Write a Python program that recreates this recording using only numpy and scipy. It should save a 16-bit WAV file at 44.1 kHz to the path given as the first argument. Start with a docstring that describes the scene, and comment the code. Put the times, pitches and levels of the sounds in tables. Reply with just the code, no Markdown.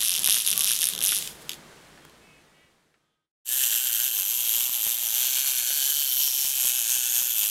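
"""Clockwork escapements of two wind-up walkers: an anchor strikes two pallets in turn in a plastic case.
The first toy rattles across a wooden table on wire legs, slows under every step and stops with a click.
Something squeaks faintly while the quiet room fades out.
Then the second toy, held in a hand with its legs in the air, buzzes steadily."""
import sys
import numpy as np
from scipy import signal
from scipy.fft import rfft, irfft, next_fast_len
from scipy.io import wavfile
from scipy.ndimage import map_coordinates

SR = 44100
rng = np.random.default_rng(int(sys.argv[2]) if len(sys.argv) > 2 else 0)


def pcm_store(signal):
    """Save signal as 16-bit PCM."""
    levels = np.round(np.clip(np.atleast_2d(signal), -1, 1) * 32767)
    wavfile.write(sys.argv[1], SR, levels.astype(np.int16).T)


N = 330750
TIME_S = np.arange(N) / SR
TOP_HZ = 15800


def amp(db):
    """Decibels to gain."""
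    return 10 ** (np.asarray(db) / 20)


def unit(x):
    """x at rms 1."""
    return x / np.sqrt(np.mean(x ** 2) + 1e-20)


def gain_at(spectrum, hz):
    """Gain from (Hz, dB) rows, interpolated on a log frequency axis."""
    knots_hz, db = np.transpose(spectrum)
    return amp(np.interp(np.log(hz + 1), np.log(knots_hz + 1), db))


def curves(rows):
    """One value per sample for each column after the time."""
    times, *columns = np.transpose(rows)
    return [np.interp(TIME_S, times, column) for column in columns]


def wobble(rate_hz):
    """Smooth random curve with rate_hz knots a second."""
    knots = rng.standard_normal(int(N * rate_hz / SR) + 4)
    return map_coordinates(knots, [TIME_S * rate_hz])


def filtered(x, response):
    """x through a frequency response."""
    size = next_fast_len(N + SR // 4)
    return irfft(rfft(x, size) * response(np.fft.rfftfreq(size, 1 / SR)), size)[:N]


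def resonance(x, hz, width_hz):
    """x through one damped mode."""
    return signal.lfilter(*signal.iirpeak(hz, hz / width_hz, fs=SR), x)


def noise(spectrum):
    """Coloured noise of rms 1."""
    return unit(filtered(rng.standard_normal(N), lambda hz: gain_at(spectrum, hz)))


def struck(blows, spectrum, size=2048):
    """Blows ring a body with a minimum-phase response of energy 1."""
    cepstrum = irfft(np.log(gain_at(spectrum, np.fft.rfftfreq(size, 1 / SR))))
    cepstrum[1:size // 2] *= 2
    cepstrum[size // 2 + 1:] = 0
    response = irfft(np.exp(rfft(cepstrum)))
    return signal.fftconvolve(blows, response / np.linalg.norm(response))[:N]


def contacts(times, gains, chatter, decay_s, size=1024):
    """Each contact is a sharp blow followed by decaying random chatter."""
    burst = rng.standard_normal((len(times), size)) * np.exp(-np.arange(size) / (decay_s * SR))
    burst[:, 0] = 0
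    burst *= chatter / np.linalg.norm(burst, axis=1, keepdims=True)
    burst[:, 0] = -1
    at = np.round(np.maximum(times, 0) * SR).astype(int)[:, None] + np.arange(size)
    return np.bincount(at.ravel(), (burst * gains[:, None]).ravel(), N)[:N] / np.hypot(1, chatter)


def diffuse_tail(size, t60_s, rise_s):
    """Dense reflections: noise that builds up and decays."""
    t = np.arange(size) / SR
    return rng.standard_normal(size) * amp(-60 * t / t60_s) * (1 - np.exp(-t / rise_s))


def fade_out(power, start_s=1.525, end_s=3.36):
    """The first scene fades to silence; a lower power lingers longer."""
    return np.clip((end_s - TIME_S) / (end_s - start_s), 0, 1) ** power


def fade_in():
    """The second scene opens quickly out of silence."""
    return curves([(3.447, 0), (3.465, .2), (3.53, 1)])[0]


def room_echo(x):
    """Diffuse reflections from the table and walls."""
    tail = diffuse_tail(SR // 2, t60_s=0.22, rise_s=0.002848)
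    return signal.fftconvolve(x, tail / np.linalg.norm(tail))[:N]


# Each row: frequency in Hz, level in dB.
DRONE_TONES = [(149, -63.5), (172, -68), (330, -66.5)]


def room_drone():
    """The first room's low drone wavers and fades out."""
    drone = sum(amp(db + 2.5 * wobble(17)) * np.sin(2 * np.pi * hz * TIME_S + .7 * wobble(12))
                for hz, db in DRONE_TONES)
    return fade_out(power=1.4) * drone


# Each row: frequency in Hz, relative level in dB.
HELD_ROOM_SPECTRUM = [(15, -32), (25, 5), (54, 9.5), (91, 4), (420, 0.5), (700, -8), (1500, -30)]


def held_room():
    """Hum and low room noise behind the held toy."""
    hum = amp(-69.5 + 1.1 * wobble(3.3)) * np.sin(2 * np.pi * 46.0 * TIME_S)
    return fade_in() * (hum + amp(-66.0) * noise(HELD_ROOM_SPECTRUM))


# Each row: frequency in Hz, relative level in dB.
RUMBLE_SPECTRUM = [(25, -11), (60, -5), (115, -8.5), (160, 0.5), (200, -3.5), (270, -5), (335, -4.5),
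                   (450, -4.5), (600, -7.5), (1000, -10.5), (2000, -13.5), (4000, -52.5)]
HISS_SPECTRUM = [(300, -15), (900, -3), (1600, 1), (3200, -0.5), (5000, -4.5), (9000, -7.5), (12000, -13.5),
                 (15500, -18.5)]
# Each row: time in seconds the rumble change is fully in, time in seconds it starts to fade,
# gear rustle loss in dB, rumble change in dB. Gear rustle changes only where the second time is later.
PAUSES = [(.194, 0.23, -4.5, 11), (.42, 0.38, 3, -9.5), (.528, 0.6, -4, 10.5), (.777, 0.49, -0.5, 1.5),
          (.94, 1.02, 10.5, 11.5), (1.188, 3.4, 2.5, 7)]


def walking_room(rise_s=0.025, fall_s=0.059):
    """Low room noise comes up in most pauses of the ticking, as with automatic gain; fades with hiss."""
    change_db = np.zeros(N)
    for full_s, fade_s, _, db in PAUSES:
        before_s, after_s = np.maximum(full_s - TIME_S, 0), np.maximum(TIME_S - fade_s, 0)
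        change_db += db * np.exp(-before_s / rise_s - after_s / fall_s)
    rumble = amp(-58 + change_db) * noise(RUMBLE_SPECTRUM)
    hiss = amp(-52.5) * noise(HISS_SPECTRUM)
    return fade_out(power=1.68) * (rumble + hiss)


# Each row: start in seconds, end in seconds, slip rate in Hz, resonance in Hz, level in dB.
SQUEAKS = [(0.527, 0.656, 1140, 1140, -48), (2.01, 2.114, 3235, 3250, -62.5), (2.2, 2.444, 370, 2480, -59),
           (2.462, 2.74, 323, 2100, -66), (2.488, 2.74, 319, 2870, -69), (2.875, 3.297, 312, 1350, -84),
           (2.9, 3.28, 312, 3300, -83.5)]


def squeaks():
    """Faint stick-slip squeaks: uneven slips through one resonance."""
    out = np.zeros(N)
    for start, end, slip_hz, ring_hz, db in SQUEAKS:
        cycles = np.cumsum(slip_hz * (1 + .005 * wobble(18) + .012 * wobble(250))) / SR
        slips = np.diff(np.floor(cycles), prepend=0)
        swell = np.sin(np.pi * np.clip((TIME_S - start) / (end - start), 0, 1))
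        width_hz = 0.24 * ring_hz
        ring = resonance(resonance(slips, ring_hz, width_hz), ring_hz, width_hz)
        out += amp(db + 3.1 * wobble(23)) * swell * unit(ring)
    return out


# Each row: time in seconds, relative level in dB.
LEG_BUMPS = [(.152, -38.5), (.276, -38), (.288, -29.5), (.377, -37), (2.0517, -43), (4.5799, -39),
             (4.6946, -37), (4.866, -32.5), (4.8756, -40), (5.705, -37), (6.4504, -39), (6.6505, -37.5),
             (6.9662, -40.5), (7.2211, -37)]
# Each row: frequency in Hz, gain in dB.
BUMP_SPECTRUM = [(30, -2), (120, -2), (300, -1.5), (600, -1.5), (1000, 0.5), (1600, -3.5), (3500, -13.5)]


def leg_bumps():
    """Dry taps of a leg on the table or the fingers."""
    times, db = np.transpose(LEG_BUMPS)
    return struck(contacts(times, amp(db + 19.5), chatter=0.4, decay_s=0.0013), BUMP_SPECTRUM)


# Each row: time in seconds, relative level in dB.
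FOOT_TAPS = [(0.027, -34), (0.2752, -31), (0.3647, -32), (0.7087, -30), (0.83, -31.5), (1.0126, -37.5),
             (1.123, -27), (1.976, -46.5), (2.9421, -57)]
# Each row: frequency in Hz, gain in dB.
FOOT_SPECTRUM = [(150, -17), (900, -17.5), (1400, -3), (1900, -3.5), (3000, -12), (9000, -34), (15000, -52)]


def feet():
    """Wire feet tap the wood."""
    times, db = np.transpose(FOOT_TAPS)
    return struck(contacts(times, amp(db + 20.0), chatter=1.3, decay_s=0.0081), FOOT_SPECTRUM)


# Each row: frequency in Hz, relative level in dB.
GEAR_SPECTRUM = [(500, -32.5), (1000, -21), (2200, -12), (3300, -1.5), (4400, -5.5), (6500, -5), (9000, -4),
                 (11400, -5), (13500, -8), (15500, -12.5)]


def gears(rate_hz, ramp_s=0.0093, coast_from_s=1.26, coast_db_per_s=182, settle_s=0.026):
    """Gears rustle with speed and load, coast to a halt and shift twice as they settle."""
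    loss_db = sum(db * np.clip(np.minimum(TIME_S - first_s, second_s - TIME_S) / ramp_s, 0, 1)
                  for first_s, second_s, db, _ in PAUSES)
    speed_db = 2 * np.log2(rate_hz / rate_hz.mean())
    coast_db = coast_db_per_s * np.maximum(TIME_S - coast_from_s, 0)
    running = amp(-33.5 + speed_db - loss_db - coast_db)
    settling = sum(amp(db) * np.exp(-np.abs(TIME_S - at_s) / settle_s)
                   for at_s, db in [(1.42, -50.5), (1.52, -44.5)])
    return (running + settling) * amp(1.6 * wobble(70.14)) * noise(GEAR_SPECTRUM)


# Each row: time in seconds, relative level in dB.
CATCH_CLICKS = [(1.2247, -16), (1.275, -15), (1.494, -11), (1.505, -21), (1.517, -18.5), (1.523, -28),
                (1.533, -23), (1.542, -26.5), (2.05, -48), (2.097, -40)]
# Each row: frequency in Hz, gain in dB.
CATCH_SPECTRUM = [(350, -48), (600, -20), (820, -35), (902, -30), (2070, -12), (3570, 1.5), (3980, -8),
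                  (7960, -7.5), (10000, -19), (11300, -7), (15500, -26)]


def catches():
    """The last teeth slip, then the mechanism catches and bounces."""
    times, db = np.transpose(CATCH_CLICKS)
    return struck(contacts(times, amp(db + 9.0), chatter=1.0, decay_s=0.0019), CATCH_SPECTRUM)


# Each row: time in seconds, relative level in dB.
TOOTH_SLIPS = [(.2208, -13.5), (.2338, -9.5), (.4334, -15), (.4494, -10.5), (.5588, -14.5), (.5686, -11),
               (.806, -11.5), (.811, -8.5), (.9005, -11.5), (.9258, -17.5), (.936, -12.5), (.951, -12),
               (.9621, -15.5), (.9787, -11.5), (.9902, -11), (1.007, -11.5), (1.0153, -7)]


def tooth_slips():
    """Single teeth slip with crisp ticks while the toy is stalled."""
    times, db = np.transpose(TOOTH_SLIPS)
    blows = contacts(times, amp(db + 5), chatter=0.91, decay_s=0.00066)
    return blows + amp(-3.0) * resonance(blows, hz=3400, width_hz=1200)


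def anchor_beats(rate_hz, start_s, end_s, on_beat_s=(0,)):
    """Times and periods of the anchor's swings; a swing falls on each time in on_beat_s."""
    cycles = np.cumsum(rate_hz) / SR
    marks = np.interp(on_beat_s, TIME_S, cycles)
    whole = np.cumsum(np.round(np.diff(marks, prepend=0)))
    cycles += np.interp(TIME_S, on_beat_s, whole - marks)
    times = np.interp(np.arange(1, cycles[-1]), cycles, TIME_S)
    times = times[(times > start_s) & (times < end_s)]
    return times, 1 / np.interp(times, TIME_S, rate_hz)


def pallet(times, jitter_s, jitter_db, chatter, decay_s):
    """Blows on one pallet, uneven in time and strength."""
    late, hard = rng.standard_normal((len(times), 2)).T
    return contacts(times + jitter_s * late, amp(jitter_db * hard), chatter, decay_s)


def dispersed(x, lead_s):
    """Bending waves in the case: TOP_HZ arrives lead_s before the lowest frequencies."""
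    return filtered(x, lambda hz: np.exp(1j * np.pi * lead_s * hz ** 2 / TOP_HZ))


# Each row: time in seconds, beats per second.
WALK_RATE = [(.006, 104), (.045, 125), (.078, 113), (.09, 88), (.145, 88), (.194, 58), (.244, 55),
             (.3, 100), (.377, 129), (.42, 105), (.464, 76), (.487, 121), (.529, 66), (.578, 60),
             (.67, 102), (.69, 132), (.712, 112), (.737, 115), (.79, 64), (.818, 93), (.888, 53),
             (1.025, 68), (1.068, 103), (1.14, 111), (1.187, 96)]
# Runs between stalls. Each row: first beat in seconds, last beat in seconds.
WALK_RUNS = [(.0062, .1938), (.2446, .4202), (.4646, .5289), (.5781, .7904), (.8183, .8884),
             (1.0256, 1.1876)]
# Each row: time in seconds, relative beat force in dB.
WALK_FORCE = [(.08, -0.5), (.19, -0.5), (.25, 2.5), (.34, 3.5), (.42, -4), (.47, 2), (.53, 0), (.6, 2.5),
              (.72, 0.5), (.78, -4.5), (.83, 2.5), (.86, 0), (1.025, 1.5), (1.07, 4), (1.11, 0),
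              (1.17, -1.5), (1.19, -5)]
# Each row: frequency in Hz, case gain in dB.
WALK_CASE_SPECTRUM = [(100, -47), (800, -26), (2200, -17), (2700, -5), (3600, -2), (4500, -10), (5600, -2),
                      (6600, -4.5), (7600, -11), (9200, -1), (11300, 2), (13000, -8), (15500, -20.5)]


def walking_toy():
    """Loaded escapement: a hard entry blow and a softer, duller exit blow per beat, over gear rustle."""
    rate_hz, force_db = curves(WALK_RATE)[0], curves(WALK_FORCE)[0]
    times, period = anchor_beats(rate_hz, 0, 1.21, on_beat_s=np.ravel(WALK_RUNS))
    running = np.any([(times > first - period / 2) & (times < last + period / 2)
                      for first, last in WALK_RUNS], axis=0)
    times, period = times[running], period[running]
    entry = pallet(times, jitter_s=.0001, jitter_db=1.5, chatter=0.71, decay_s=.00035)
    exit_blow = pallet(times + .4 * period, jitter_s=.00017, jitter_db=2.2, chatter=1.2, decay_s=.00035)
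    exit_blow = amp(-7.0) * exit_blow + amp(-8.0) * resonance(exit_blow, hz=3500, width_hz=1400)
    blows = amp(force_db) * entry + amp(0.94 * force_db) * exit_blow + tooth_slips()
    ticks = amp(0.8) * dispersed(struck(blows, WALK_CASE_SPECTRUM), lead_s=.0005)
    return ticks + gears(rate_hz)


def case_rattle(x, patterns=28, size=SR // 16):
    """Short diffuse ring of the case; its fine pattern changes as the toy turns."""
    position = np.linspace(0, patterns - 1, N)
    out = np.zeros(N)
    for k in range(patterns):
        tail = unit(diffuse_tail(size, t60_s=0.029, rise_s=0.0039))
        near = np.abs(position - k) < 1
        crossfade = np.cos(np.pi / 2 * (position[near] - k))
        out[near] += crossfade * signal.fftconvolve(x[near], tail)[:near.sum()]
    return out / np.sqrt(size)


def facing_modes(x, modes, order):
    """Each mode stands out while it faces the listener; order 2 steepens its flanks."""
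    out = x
    for hz, width_hz, peak_s, spread_s, db in modes:
        ring = x
        for _ in range(order):
            ring = resonance(ring, hz, width_hz)
        facing = np.exp(-((TIME_S - peak_s) / spread_s) ** 2)
        out = out + amp(db) * facing * ring
    return out


# Each row: time in seconds, middle gain in dB, low case ring gain in dB, treble gain in dB.
TURN_BANDS = [(3.5, -0.5, 0.5, 1), (3.7, -0.5, 0.5, 0), (4.35, -1, 0, 1), (4.65, 0.5, 2, 1),
              (5.2, -0.5, 1.5, 0), (5.45, 0, 1, -2), (5.9, 0, -1, -1), (6.15, -4, -2.5, 2),
              (6.5, -0.5, -1.5, -0.5), (6.9, 1, 0, -1), (7.5, -1, -1, -2)]
# Modes of the held toy and of the board that carries it.
# Each row: frequency in Hz, width in Hz, peak time in seconds, spread in seconds, added level in dB.
TOY_MODES = [(2320, 310, 5.504, 0.35, 2), (2560, 320, 6.916, 0.53, 3.5), (2700, 390, 4, 0.67, -3),
             (3000, 570, 3.86, 0.29, -14), (3080, 200, 6.07, 0.32, 1), (3340, 140, 7.25, 0.34, -7),
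             (4346, 187, 5.33, 0.16, 0), (4370, 210, 5.894, 0.42, 7), (5452, 620, 6.29, 0.22, 7),
             (6255, 400, 4.22, 0.22, -1), (6095, 380, 5.21, 0.22, 0), (6000, 160, 5.69, 0.35, 0),
             (6477, 995, 7.04, 0.36, -1), (7550, 240, 3.53, 0.54, 3.5), (7320, 190, 5.3, 0.97, -4),
             (8360, 290, 3.38, 0.44, 4), (8407, 330, 7.004, 0.3, -1), (11250, 220, 5.57, 0.13, 3),
             (11300, 446, 6.774, 0.27, -2.5), (12500, 181, 4.2, 0.2, -1), (12400, 130, 4.9, 0.7, -1),
             (13000, 270, 5.81, 0.28, -7), (13100, 200, 3.97, 0.38, 0), (13400, 200, 5.1, 0.55, 2.5),
             (13380, 530, 7.3, 0.18, 6.5)]
BOARD_MODES = [(1680, 420, 3.59, .22, 8.5), (1604, 520, 3.98, 0.2, 6.5), (1599, 290, 5.22, 0.16, 3.5),
               (1580, 420, 5.77, 0.3, 6), (1597, 490, 7.016, 0.44, 5.5), (830.6, 140, 5.15, 0.13, 1.5),
               (840, 150, 4.68, 0.25, 0), (870, 280, 6.8, .6, -7.5)]


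def hand_turning(x):
    """The hand turns the toy: three bands shift in level and single modes come and go."""
    middle_db, low_db, treble_db = curves(TURN_BANDS)
    low = filtered(x, lambda hz: 1 / (1 + (hz / 4600) ** 12))
    treble = filtered(x, lambda hz: 1 - 1 / (1 + (hz / 10700) ** 20))
    coloured = amp(middle_db) * (x - low - treble) + amp(low_db) * low + amp(treble_db) * treble
    coloured = facing_modes(coloured, TOY_MODES, order=1)
    return facing_modes(coloured, BOARD_MODES, order=2)


# Each row: time in seconds, beats per second, relative force in dB.
HELD_RUN = [(3.5, 120, 0), (3.58, 136, 0), (3.64, 130, 2.5), (3.69, 107, 0), (3.75, 118, 2),
            (3.84, 129, -1), (3.95, 109, 1), (4.07, 134, 0), (4.12, 110, -2.5), (4.22, 92, 0.0),
            (4.27, 101, 0), (4.34, 127, 0.5), (4.52, 107, 0), (4.54, 115, 1.5), (4.67, 127, -1),
            (4.71, 123, -4), (4.75, 127, 0), (4.8, 108, -2.5), (4.83, 107, 0.5), (4.91, 119, 0),
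            (4.96, 119, -4), (5.03, 123, 0), (5.09, 108, -1.5), (5.16, 122, 1.5), (5.35, 132, 0.5),
            (5.39, 122, 1.5), (5.44, 141, 0), (5.56, 126, 1), (5.64, 119, -2), (5.69, 123, 1),
            (5.74, 152, 0.5), (5.81, 134, 0.5), (5.9, 138, 1.5), (5.98, 147, 1), (6.1, 129, -0.5),
            (6.12, 124, 2), (6.18, 135, 0), (6.26, 143, 1.5), (6.31, 121, -1), (6.39, 141, 0.5),
            (6.57, 132, 0.5), (6.64, 123, 2.5), (6.77, 125.5, -0.5), (6.85, 111, -1), (6.92, 125, 2.0),
            (6.99, 125, 0), (7.03, 122, -2.5), (7.18, 119, 2), (7.24, 126, -1), (7.36, 112, -1.5),
            (7.39, 104, 1.5), (7.48, 103, 2)]
# Each row: frequency in Hz, case gain in dB.
HELD_CASE_SPECTRUM = [(60, -35), (150, -34.5), (400, -31.5), (600, -25.5), (840, -21), (1300, -21),
                      (2050, -20.5), (2650, -11.5), (3150, -3.5), (4000, -10.5), (5000, -13), (6200, -5),
                      (7500, -6), (9600, -7.5), (12500, -0.5), (15500, -11.5)]


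def held_toy():
    """Unloaded, the escapement runs faster and rebounds; it weakens when the legs bind."""
    rate_hz, force_db = curves(HELD_RUN)
    times, period = anchor_beats(rate_hz * (1 + .004 * wobble(45)), start_s=3.45, end_s=7.5)
    flutter_db = 0.8 * wobble(22)
    entry = pallet(times, jitter_s=.00005, jitter_db=0.04, chatter=0.56, decay_s=.00067)
    rebound = pallet(times + .0014, jitter_s=.00012, jitter_db=1.7, chatter=1.0, decay_s=.00036)
    exit_blow = pallet(times + .34 * period, jitter_s=.00012, jitter_db=1.9, chatter=2.8, decay_s=.002)
    graze = pallet(times - .0005, jitter_s=.00012, jitter_db=5.5, chatter=1, decay_s=.00028)
    blows = amp(-12) * graze + entry + amp(-8.0) * rebound + amp(-4.0) * exit_blow
    rattle = amp(-10.5) * case_rattle(blows)
    gear_hiss = amp(-35) * rng.standard_normal(N)
    buzz = dispersed(struck(blows + rattle + gear_hiss, HELD_CASE_SPECTRUM), lead_s=.0004)
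    return amp(-3 + force_db + flutter_db) * hand_turning(buzz) * fade_in()


def scene():
    """The walking toy in its room, then the held one; mono."""
    toy = walking_toy() + catches() + feet()
    walking = toy + amp(-14.5) * room_echo(toy) + squeaks() + walking_room() + room_drone()
    return (walking + held_toy() + leg_bumps() + held_room())[None]


def record(dry):
    """Soft clipping rounds the sharpest ticks; a steep low-pass cuts at TOP_HZ."""
    rounded = dry[0] / (1 + np.abs(dry[0] / .8) ** 4) ** (1 / 4)
    return filtered(rounded, lambda hz: 1 / (1 + (hz / TOP_HZ) ** 160))[None]


dry = scene()
out = record(dry)
pcm_store(out)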